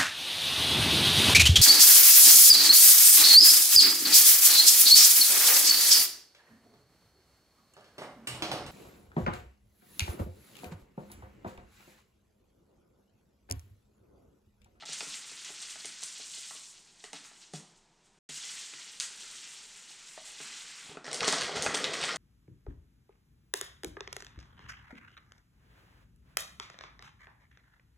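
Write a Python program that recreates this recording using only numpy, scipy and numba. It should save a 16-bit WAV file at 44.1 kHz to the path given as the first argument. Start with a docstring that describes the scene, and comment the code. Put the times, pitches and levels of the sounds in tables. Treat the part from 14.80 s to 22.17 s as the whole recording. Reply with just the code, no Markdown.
"""Dry oats, seeds and nuts slide out of thin packets into a bowl in a small tiled kitchen; at the end a stiff
film bag is worked open close to a single microphone. Grains and film are clouds of short random rings; each snap
is an abrupt crack and a run of ticks; fingers knock packet and worktop, whose modes ring; scuffs and thuds are
low rings; the room is a hush, hard echoes and a tail. An edit leaves a tenth of a second of silence in the middle."""
import sys
import numpy as np
from scipy import signal
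from scipy.fft import rfft, irfft
from scipy.io import wavfile
from numba import njit

SR = 44100
rng = np.random.default_rng(int(sys.argv[2]) if len(sys.argv) > 2 else 0)


def voltage_ratio(level):
    """Linear amplitude factor for a level in decibels (scalar or array-like)."""
    return 10 ** (np.asarray(level, float) / 20)


def persist_wave(psi):
    """Save psi, clipped to +-1, as 16-bit WAV."""
    counts = np.round(np.clip(psi, -1, 1) * 32767).astype(np.int16)
    wavfile.write(sys.argv[1], SR, np.atleast_2d(counts).T)


N = 325017  # samples


@njit
def rings(s, hz, t60, size, count):
    """Each contact starts a decaying sine that stops once it has lost 60 dB."""
    out = np.zeros(count)
    for k in range(len(s)):
        turn = np.exp((2j * np.pi * hz[k] - np.log(1000) / t60[k]) / SR)
        z, start = size[k] + 0j, int(s[k] * SR)
        for j in range(start, min(count, start + int(t60[k] * SR))):
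            out[j] += z.imag
            z *= turn
    return out


def small(x, low_hz):
    """Small things radiate little bass."""
    return signal.sosfilt(signal.butter(2, low_hz, "high", fs=SR, output="sos"), x)


def rustle(curve, sizes):
    """Random contacts of each size: many faint, a few strong; smaller pieces ring higher. One track per spot."""
    clumps_per_s, clump_db = 30, 1.36  # pieces let go in clumps, so all sizes swell and dip together
    # one piece rattles several times near its own pitch; spread is the share of the range it covers
    pieces_per_s, piece_db, piece_spread = 90, 1.5, 0.662
    s, *levels = np.transpose(curve)
    out = np.zeros((len(SPOT_SHIFT_MS), N))
    clumps = clump_db * rng.standard_normal(N // 500)
    for db, (rate, low_hz, high_hz, cycles, scatter_db, lean) in zip(levels, sizes):
        length = s[-1] - s[0]
        when, pitch, luck, side = rng.random((int(rate * length), 4)).T
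        when = s[0] + when * length
        piece = (when * pieces_per_s).astype(int)
        own_pitch, own_luck = rng.random((N // 200, 2))[piece].T
        # pitches that run past the end of the range fold back
        pitch = np.abs((2 * own_pitch + piece_spread * pitch) % 2 - 1)
        hz = low_hz + (high_hz - low_hz) * pitch ** lean
        t60 = 2 * cycles / hz
        size = voltage_ratio(-scatter_db * np.log(1.003 - luck)) * np.sign(side - .5) / np.sqrt(t60)
        # a ring of size a holds the energy a^2 t60 / (4 ln 1000)
        unit = np.sqrt(rate * np.mean(size ** 2 * t60) / (4 * np.log(1000)))
        swell_db = np.interp(when * clumps_per_s, range(len(clumps)), clumps)
        level_db = np.interp(when, s, db) + 2 * piece_db * (own_luck - .5) + swell_db
        size = size * voltage_ratio(level_db) / unit
        for k in range(len(out)):
            own = [v[k::len(out)].copy() for v in (when, hz, t60, size)]
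            out[k] += small(rings(*own, count=N), 0.74 * low_hz)
    return out


def swells(t, events, rise_s, fall_s):
    """Bell-shaped changes of level in dB, each with its own time scale before and after the peak."""
    s, db = np.transpose(events)[:, :, None]
    return np.sum(db * np.exp(-((t - s) / np.where(t < s, rise_s, fall_s)) ** 2), axis=0)


def sizes_db(curve, dull_db, events=None):
    """Levels of fine, middling and dull contacts from one level and the share of larger pieces."""
    s, fine_db, larger_db = np.transpose(curve)
    t = np.arange(s[0], s[-1], .002)
    fine = np.interp(t, s, fine_db)
    if events:
        fine = fine + swells(t, events, rise_s=0.018, fall_s=0.025)
    middling = fine + np.interp(t, s, larger_db)
    return np.transpose([t, fine, middling, middling + dull_db])


# the stream of grains; it dies away, and runs again after the silence, before room and microphone:
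# [t/s, level of fine ticks/dB, level of larger pieces/dB over the fine]
POUR = [(0, -60, 13.5), (.05, -65.5, 8), (.056, -45.5, -7.5), (.3, -45, -7.5), (.45, -48.5, -7),
        (1.0, -49.5, -7.5), (1.3, -47.5, -12), (1.7, -46.5, -12), (1.85, -51, -25), (2.1, -63.5, -8.5),
        (2.55, -59, -7), (2.9, -70.5, -22), (3.1, -82.5, -7), (3.39, -78, -7), (3.394, -42.5, -8.5),
        (3.75, -45, -7), (3.95, -52, -4.5), (4.35, -51.5, -4.5), (4.6, -49, -5.5), (4.95, -53.5, -4.5),
        (5.4, -53.5, -4), (5.66, -47.5, -3), (6.05, -50, -3), (6.135, -62, 10.5), (6.2, -101, -2)]
# shakes of the packet raise, or now and then lower, the level of the grains: [t/s, level change/dB]
PACKET_SHAKES = [(.125, 6.5), (.335, 6), (.485, 3.5), (.66, 4.5), (.73, 2.5), (.83, 5.5), (0.904, 8),
                 (1.0, 5), (1.07, 1), (1.23, 7), (1.55, 0), (1.62, -2), (1.7, 2), (2.36, 12), (2.45, 6),
                 (2.62, 5), (2.754, 19.5), (2.965, 7), (3.258, 15.5), (3.57, 1), (3.81, 1), (4.005, 4),
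                 (4.08, 3.5), (4.23, 9.5), (4.415, 3.5), (5.1, 4.5), (5.28, 4.5), (5.46, 2.5)]
# a row each for fine, middling and dull contacts: [contacts per s, lowest f/Hz, highest f/Hz,
# cycles of ring to the 30 dB point, mean scatter/dB, lean to low pitch (exponent)]
GRAIN_SIZES = [(3025, 2833, 10020, 2.6, 2.5, 0.96), (1472, 1086, 3910, 3.84, 2.5, 0.53),
               (398, 129, 918, 7.8, 3, 1.526)]


def grains():
    """Oats, seeds and nuts tick as they slide and land, over dull bumps of the larger pieces."""
    return rustle(sizes_db(POUR, dull_db=-14.5, events=PACKET_SHAKES), GRAIN_SIZES)


def colour(x, points):
    """Causal filter through (f/Hz, level/dB) points, from the cepstrum of the log gain."""
    hz, db = np.transpose(points)
    f = np.maximum(np.fft.rfftfreq(4096, 1 / SR), 1)
    cepstrum = irfft(np.interp(np.log(f), np.log(hz), db) * np.log(10) / 20)
    # folding the later half onto the first leaves no response ahead of the sound
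    cepstrum[1:len(cepstrum) // 2] *= 2
    cepstrum[len(cepstrum) // 2 + 1:] = 0
    return signal.fftconvolve(x, irfft(np.exp(rfft(cepstrum))))[:len(x)]


# spectrum of the hush, of which only the shape counts: [f/Hz, relative level/dB]
HUSH = [(12, -41.5), (20, 2.5), (53, -24), (172, -6), (234, -6.5), (277, -17), (301, -10), (377, -7.5),
        (558, -15.5), (949, -9), (1090, -16.5), (7950, -21.5), (16000, -63.5)]


def kitchen():
    """Faint steady hush of the room and the microphone, as coloured noise."""
    hush = colour(rng.standard_normal(N), HUSH)
    return voltage_ratio(-68.5) * hush / np.std(hush)


# blows on packet, bowl and worktop, and short 1900 Hz rings of the bag as it is gripped; a blow that rings
# at several pitches has several rows; levels come before modes, room and microphone:
# [t/s, level/dB, f that rings most/Hz, level lost per octave away from it/dB]
BLOWS = [(.024, -49.5, 900, 5.5), (.035, -50, 800, 6), (.09, -48.5, 170, 3), (.206, -46, 640, 3.5),
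         (.226, -40, 400, 15), (.269, -45, 200, 9), (.516, -52, 380, 14), (.69, -58, 800, 4.5),
         (.703, -46.5, 380, 13), (.957, -52, 810, 3.5), (1.047, -45.5, 400, 8.5), (1.227, -51, 400, 9.5),
         (1.398, -48.5, 373, 10.5), (1.575, -53, 373, 12), (1.707, -54, 790, 6), (1.75, -50.5, 386, 18),
         (2.239, -44.5, 420, 22), (2.239, -50.5, 850, 17), (2.24, -52, 1950, 5), (2.331, -42, 540, 13),
         (2.338, -45.5, 300, 6.5), (2.513, -61, 750, 5), (2.736, -33.5, 165, 7.5), (2.737, -41, 640, 26),
         (3.492, -47, 163, 4.5), (3.934, -51, 283, 10), (5.377, -40, 642, 48.5), (5.378, -52.5, 1320, 8.5),
         (5.602, -43.5, 293, 8), (6.1, -50.5, 500, 14), (6.11, -39.5, 170.6, 14), (6.171, -37.5, 515, 17),
         (6.245, -53, 1900, 14), (6.254, -49.5, 1900, 15), (6.265, -47.5, 1900, 19), (6.279, -38, 540, 12),
         (6.2795, -44, 1920, 6), (6.296, -50, 1900, 14), (6.421, -31, 500, 9), (6.48, -26, 480, 12),
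         (6.529, -29, 560, 4.5), (6.755, -33.5, 570, 11), (6.862, -27, 554, 7), (6.944, -27, 440, 14),
         (7.339, -32.5, 696, 35)]
# modes that the blows set ringing: [f/Hz, level/dB, t60/s]
MODES = [(155.7, 3.5, 0.11), (222, -3.5, 0.073), (284, -3.5, 0.11), (420, 3, 0.041), (498, 8, 0.0088),
         (629.4, 4.5, 0.057), (707, 0.5, 0.094), (840, 4, 0.053), (1300, 8.5, 0.03), (1883, 15, 0.018)]


def knocks(count):
    """The pitch of a blow decides which modes answer: those near it most, each as a few uneven rings."""
    stray, late_ms, rebound_db = 0.043, 4, 7.5  # pitch scatter, mean lateness of rebounds, loss per rebound
    s, db, near_hz, narrow_db = np.transpose(BLOWS)[:, :, None, None]
    hz, mode_db, t60 = np.transpose(MODES)
    draws = rng.standard_normal((len(BLOWS), 3, count, len(MODES)))
    detune, side, late = draws.transpose(1, 0, 2, 3)
    rebound = np.arange(count)[:, None]
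    level_db = db + mode_db - narrow_db * np.abs(np.log2(hz / near_hz))
    size = voltage_ratio(level_db) * np.sign(side[:, :1]) * voltage_ratio(-rebound_db * rebound)
    when = s + late ** 2 * late_ms / 1000 * (rebound > 0)
    # the first ring strays less than the rebounds
    hz = hz * (1 + stray * detune * np.where(when > s, 1, .4))
    t60, size = t60 + 0 * when, size + 0 * when
    rung = rings(when.ravel(), hz.ravel(), t60.ravel(), size.ravel(), count=N)
    # a soft contact pushes for a moment, which rounds the start
    return signal.sosfilt(signal.butter(1, 2500, fs=SR, output="sos"), rung)


SNAP_MID_HZ = 3530  # the level of a snap applies here
# snaps of film and dropping pieces; a few rows are hard echoes 7 ms after a snap; before room and microphone:
# [t/s, level/dB, brightness/dB per octave, narrowness/dB an octave either side,
# level of the crackle that follows/dB over the snap]
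SNAP_ROWS = [(0.132, -43, 14.5, -2, -10), (0.2063, -22, -1.5, 6, -18.5), (0.341, -30, 4.5, 3.5, -21),
             (0.65, -46, 9, 6.5, -24.5), (0.666, -40, 6.5, 5, -20), (.692, -46, -7, 2, -20),
             (0.817, -47, 14.5, -3, -14), (0.8845, -31, -5, 11, -25), (.957, -45, 4, 9, -25),
             (1.0463, -30.5, -2, 9, -6), (1.056, -34, 12.5, 0.5, -15), (1.2295, -44.5, 4, -5, -21),
             (1.2359, -39, 15, -4, -23), (1.469, -42, 5.5, -2, -25), (1.709, -42, 1.5, -5, -15),
             (2.24, -37.5, 4, 0, -5), (2.331, -30, 3.5, 1, -9.5), (2.4481, -43, -5, 3, -10.5),
             (2.736, -38.5, 5.5, -0.5, -1), (3.558, -37.5, 6, 4.5, -20), (3.937, -36, -4, 4, -26.5),
             (4.1999, -22, 8.5, 0.5, -10), (4.2066, -24.5, 7, 3, -15), (5.602, -43.5, -3, -1.5, -19),
             (6.1702, -42.5, -8, -1, -24), (6.242, -47.5, 0, -1, -11.5), (6.2554, -41, 2, -1, -18),
             (6.2657, -39.5, 2.5, -2, -2), (6.3142, -27, 6, 6, -10), (6.33, -25.5, 6, -0.5, -16),
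             (6.3447, -27.5, 10.5, 1.5, -5.5), (6.406, -17, -0.5, 4.5, -26), (6.4294, -28, -8.5, 0, -5),
             (6.4395, -28.5, -7, 2, -15), (6.445, -19, 8, 11, -26.5), (6.452, -29, 12, 5, -21.5),
             (6.4793, -17, 5.5, -2, -7.5), (6.4862, -19, 1, 3, -12), (6.5255, -18, 5, 0.5, -11.5),
             (6.533, -25.5, -0.5, -3, -17), (6.542, -26, -2, -1, -11), (6.585, -22, 2.5, 6.5, -22),
             (6.61, -22, 2, 1.5, -8), (6.6181, -19.5, 1.5, 3.5, -4), (6.7593, -26.5, 0.5, -0.5, 0),
             (6.8234, -25, 11, 0.5, -2.5), (6.863, -19, -2.5, -1, -12.5), (6.871, -29, -6.5, 2, -17.5),
             (6.898, -35.5, -5, 1.5, -20.5), (6.943, -25, 3, -0.5, 4), (6.948, -22, 2.5, 0.5, -19),
             (6.954, -27, 6, 0, -16), (7.035, -33, -7.5, 5, -18), (7.0424, -14, -1.5, 8, -7.5),
             (7.051, -21, -6, 10, -22), (7.1314, -35.5, 1.5, 0, 11), (7.139, -26, -0.5, -0.5, -10),
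             (7.208, -28.5, -2, 1, -8), (7.2145, -25, 5, 1, -12), (7.228, -19, -2, 9, -7),
             (7.233, -27, -1, 3, -11), (7.239, -20.5, 2, 2.5, -6), (7.253, -31, 9, -0.5, -18),
             (7.281, -29, -5, 1.5, 4.5), (7.295, -31, -4, 1, -10), (7.3595, -28, 5.5, -0.5, -22)]


def cracks(count, steps, ms, cycles, step_db):
    """The sharp start of a snap: a few abrupt steps, each striking a whole set of short rings at once."""
    s, level_db, bright_db, narrow_db = np.transpose(SNAP_ROWS)[:-1, :, None, None]
    late, side = rng.random((len(SNAP_ROWS), 2, steps, 1)).transpose(1, 0, 2, 3)
    luck = rng.standard_normal((len(SNAP_ROWS), steps, count))
    ring, step = np.arange(count), np.arange(steps)[:, None]
    hz = 1050 * 2 ** (ring / count * 3.3) + 0 * luck
    octaves = np.clip(np.log2(hz / SNAP_MID_HZ), -1.5, 1.2)
    db = level_db + bright_db * octaves - narrow_db * octaves ** 2 - step_db * step + 1.74 * luck
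    # the crack stands 2.5 dB over the level of the snap; neighbouring rings have opposite signs
    size = voltage_ratio(db + 2.5) * (-1.) ** ring * np.sign(side - .5)
    when = s + late * (step > 0) * ms / 1000 + 0 * luck
    ticks = rings(when.ravel(), hz.ravel(), cycles / hz.ravel(), size.ravel(), count=N)
    return small(small(ticks, low_hz=990), low_hz=990)


def snaps(count, size, ms):
    """After a snap the neighbouring creases let go one by one, ever rarer and fainter, in tight clusters of ticks."""
    cluster_ms = 1.6  # spread within one crease
    s, level_db, bright_db, narrow_db, crackle_db = np.transpose(SNAP_ROWS)[:, :, None]
    which, pitch, side, luck = rng.random((len(SNAP_ROWS), 4, count)).transpose(1, 0, 2)
    crease = (which * size).astype(int)
    late = np.take_along_axis(rng.random((len(SNAP_ROWS), size)), crease, axis=1)
    hz = 1050 * 2 ** ((np.arange(count) + pitch) / count * 3.46)
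    octaves = np.clip(np.log2(hz / SNAP_MID_HZ), -1.2, 1.05)
    db = level_db + bright_db * octaves - narrow_db * octaves ** 2
    strength = voltage_ratio(db + crackle_db - 5 * late - 7.6 * luck) * np.sign(side - .5)
    when = s + (cluster_ms * (1 + pitch) - ms * np.log(1.02 - late)) / 1000
    ticks = rings(when.ravel(), hz.ravel(), 13.5 / hz.ravel(), strength.ravel(), count=N)
    return small(small(ticks, low_hz=990), low_hz=990)


# a packet settles on the worktop, before room and microphone: [t/s, level/dB]
SETTLE = [(2.74, -56), (2.8, -56), (2.87, -71), (2.92, -85.5)]
# a packet drags on the worktop, before room and microphone: [t/s, level/dB]
DRAG = [(6.04, -63), (6.085, -52), (6.115, -50), (6.16, -53), (6.2, -73)]
# one size of contact: [contacts per s, lowest f/Hz, highest f/Hz,
# cycles of ring to the 30 dB point, mean scatter/dB, lean to low pitch (exponent)]
SCUFF_SIZES = [(500, 126, 1070, 3.7, 3, 1.3)]


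def scuffs():
    """A packet drags or settles on the worktop in a dull patter of contacts."""
    return sum(rustle(curve, SCUFF_SIZES).sum(axis=0) for curve in (SETTLE, DRAG))


# handling felt through the worktop: [t/s, level/dB over the steady tremble]
SHOVES = [(6.083, 19.5), (6.428, 25), (6.626, 21), (6.778, 32.5), (6.884, 29.5), (6.97, 17), (7.074, 20),
          (7.192, 18)]
# one size of contact: [contacts per s, lowest f/Hz, highest f/Hz,
# cycles of ring to the 30 dB point, mean scatter/dB, lean to low pitch (exponent)]
TREMBLE_SIZES = [(61.4, 90, 225, 1.7, 1.4, 0.57)]


def thuds():
    """The worktop trembles under the hands and passes on each shove."""
    tremble_db, rise_s, fall_s = -75.5, .035, 0.068
    t = np.arange(SHOVES[0][0] - rise_s, N / SR, .002)
    level_db = tremble_db + swells(t, SHOVES, rise_s, fall_s)
    return rustle(np.transpose([t, level_db]), TREMBLE_SIZES).sum(axis=0)


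# air and panels of the stiff bag, before the mix with the plain sound: [f/Hz, width/Hz, level/dB]
BAG_MODES = [(154.6, 20, 6), (482, 94, 10), (658, 97, 7.5), (1230, 350, -5.5), (1950, 410, -4),
             (3160, 320, -0.5)]


def bag(x):
    """The stiff bag lends its resonances to whatever crackles on it, from the moment it is gripped."""
    grab_s = 6.243
    rung = sum(voltage_ratio(db) * signal.lfilter(*signal.iirpeak(hz, hz / width, SR), x) for hz, width, db in BAG_MODES)
    return np.where(np.arange(N) / SR < grab_s, x, 0.75 * x + 0.64 * rung)


# fingers working the stiff bag, before its resonances, room and microphone:
# [t/s, level of fine crackle/dB, level of larger folds/dB over the fine]
WORKING = [(6.243, -50, 0), (6.374, -45.5, 0.5), (6.436, -35.5, -1), (6.494, -31, -7.5),
           (6.624, -41.5, 0.5), (6.72, -49, 8.5), (6.77, -37, -1), (6.824, -45.5, 5.5), (6.93, -49, 9),
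           (7.0, -48, 7), (7.115, -49.5, 9.5), (7.19, -40, -2), (7.37, -42.5, 0.5)]
# a row each for fine, middling and dull folds: [contacts per s, lowest f/Hz, highest f/Hz,
# cycles of ring to the 30 dB point, mean scatter/dB, lean to low pitch (exponent)]
FOLD_SIZES = [(2900, 3740, 5760, 5, 5.5, 1.45), (1220, 1190, 4500, 0.73, 1.5, 2.1),
              (400, 144.5, 904, 4.7, 2.38, 1.545)]


def film():
    """Stiff film crackles in fine creases and larger, duller folds, which ring the bag."""
    return bag(rustle(sizes_db(WORKING, dull_db=-1.5), FOLD_SIZES))


# nearest walls, before each source's own trim: [delay/ms, level/dB against the direct sound]
WALLS = [(2.4, -9.5), (4.8, -16.5), (6.8, -7.5), (7.5, -11), (9.6, -14), (14.5, -30.5)]
# reverberant tail in octave bands, before each source's own trim: [f/Hz, t60/s, level/dB]
REVERB = [(122.4, 0.24, -25), (251.4, 0.41, -24), (452, 0.59, -34), (1002, 1, -34), (1786, 0.52, -30.5),
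          (3880, 0.57, -35), (8400, 0.37, -29), (14500, 0.18, -26)]


def room(x, shift_ms, echo_db=0, tail_db=0):
    """Direct sound, a few hard echoes off the tiles, then a tail that fades octave by octave."""
    t = np.arange(SR // 2) / SR
    answer = 1. * (t == 0)
    for ms, db in WALLS:
        answer[int((ms + shift_ms) * SR / 1000)] += voltage_ratio(db + echo_db)
    for hz, t60, db in REVERB:
        edges = [hz / np.sqrt(2), min(hz * np.sqrt(2), .45 * SR)]
        octave = signal.butter(2, edges, "band", fs=SR, output="sos")
        band = signal.sosfilt(octave, rng.standard_normal(len(t)))
        answer += voltage_ratio(db + tail_db - 60 * t / t60) * band * np.clip(t / 0.013, 0, 1)
    # the whole answer has unit energy
    return signal.fftconvolve(x, answer / np.sqrt(np.sum(answer ** 2)))[:N]


# each spot in packet and bowl has its own path to the walls: one shift of the echoes per spot [ms]
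SPOT_SHIFT_MS = (0.0351, -0.946, 0.596, -0.359, 1.07)


def spots_in_room(spots):
    """Each spot sounds in the room with its own echo times."""
    return sum(room(x, shift_ms) for x, shift_ms in zip(spots, SPOT_SHIFT_MS))


# tone of the microphone: [f/Hz, level/dB]
MIC_TONE = [(30, -19.5), (90, -45), (140, -8.5), (7500, 4), (8800, 1), (10000, -7), (11500, -15.5),
            (14000, -12.5), (17000, -24.5)]


def microphone(x):
    """The microphone lends its own tone to what reaches it."""
    return colour(x, MIC_TONE)


def widen(x):
    """The highest treble is smeared one way on the left and the opposite way on the right."""
    smear = rng.standard_normal(256)
    top = signal.sosfilt(signal.cheby2(10, 40, 11100, "high", fs=SR, output="sos"), x)
    side = voltage_ratio(-5) * signal.fftconvolve(top, smear / np.sqrt(len(smear)), "same")
    return np.array([x + side, x - side])


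def scene():
    """Grains, film, snaps and blows in the kitchen, heard by the microphone."""
    spots = grains() + film()
    spots[2] += bag(snaps(count=90, size=14, ms=17))  # ms: mean wait of neighbouring creases
    heard = spots_in_room(spots)
    # a snap is nearer than the walls
    breaks = cracks(count=16, steps=3, ms=1.8, cycles=11, step_db=5.5)
    heard = heard + room(breaks, 0, echo_db=-2.5, tail_db=-2.5)
    # blows and scuffs have weaker echoes and a weaker tail
    heard = heard + room(knocks(count=3) + scuffs(), 0, echo_db=-8, tail_db=-8)
    return widen(microphone(heard) + thuds() + kitchen())


def low_pass(x):
    """Removes everything above the highest recorded frequency."""
    return signal.sosfilt(signal.butter(12, 15790, fs=SR, output="sos"), x)


def record(dry):
    """The edit fades out and in around the silence; a short fade out and in marks a cut at 0.051 s."""
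    mute_start_s, mute_end_s, cut_s, fade_s = 3.390, 3.489, 0.051, 0.0031
    t = np.arange(N) / SR
    fader = np.clip(np.maximum(mute_start_s - t, t - mute_end_s) / fade_s, 0, 1)
    fader *= np.clip(np.abs(t - cut_s) / fade_s, 0, 1)
    return low_pass(dry * fader)


dry = scene()
out = record(dry)
persist_wave(out)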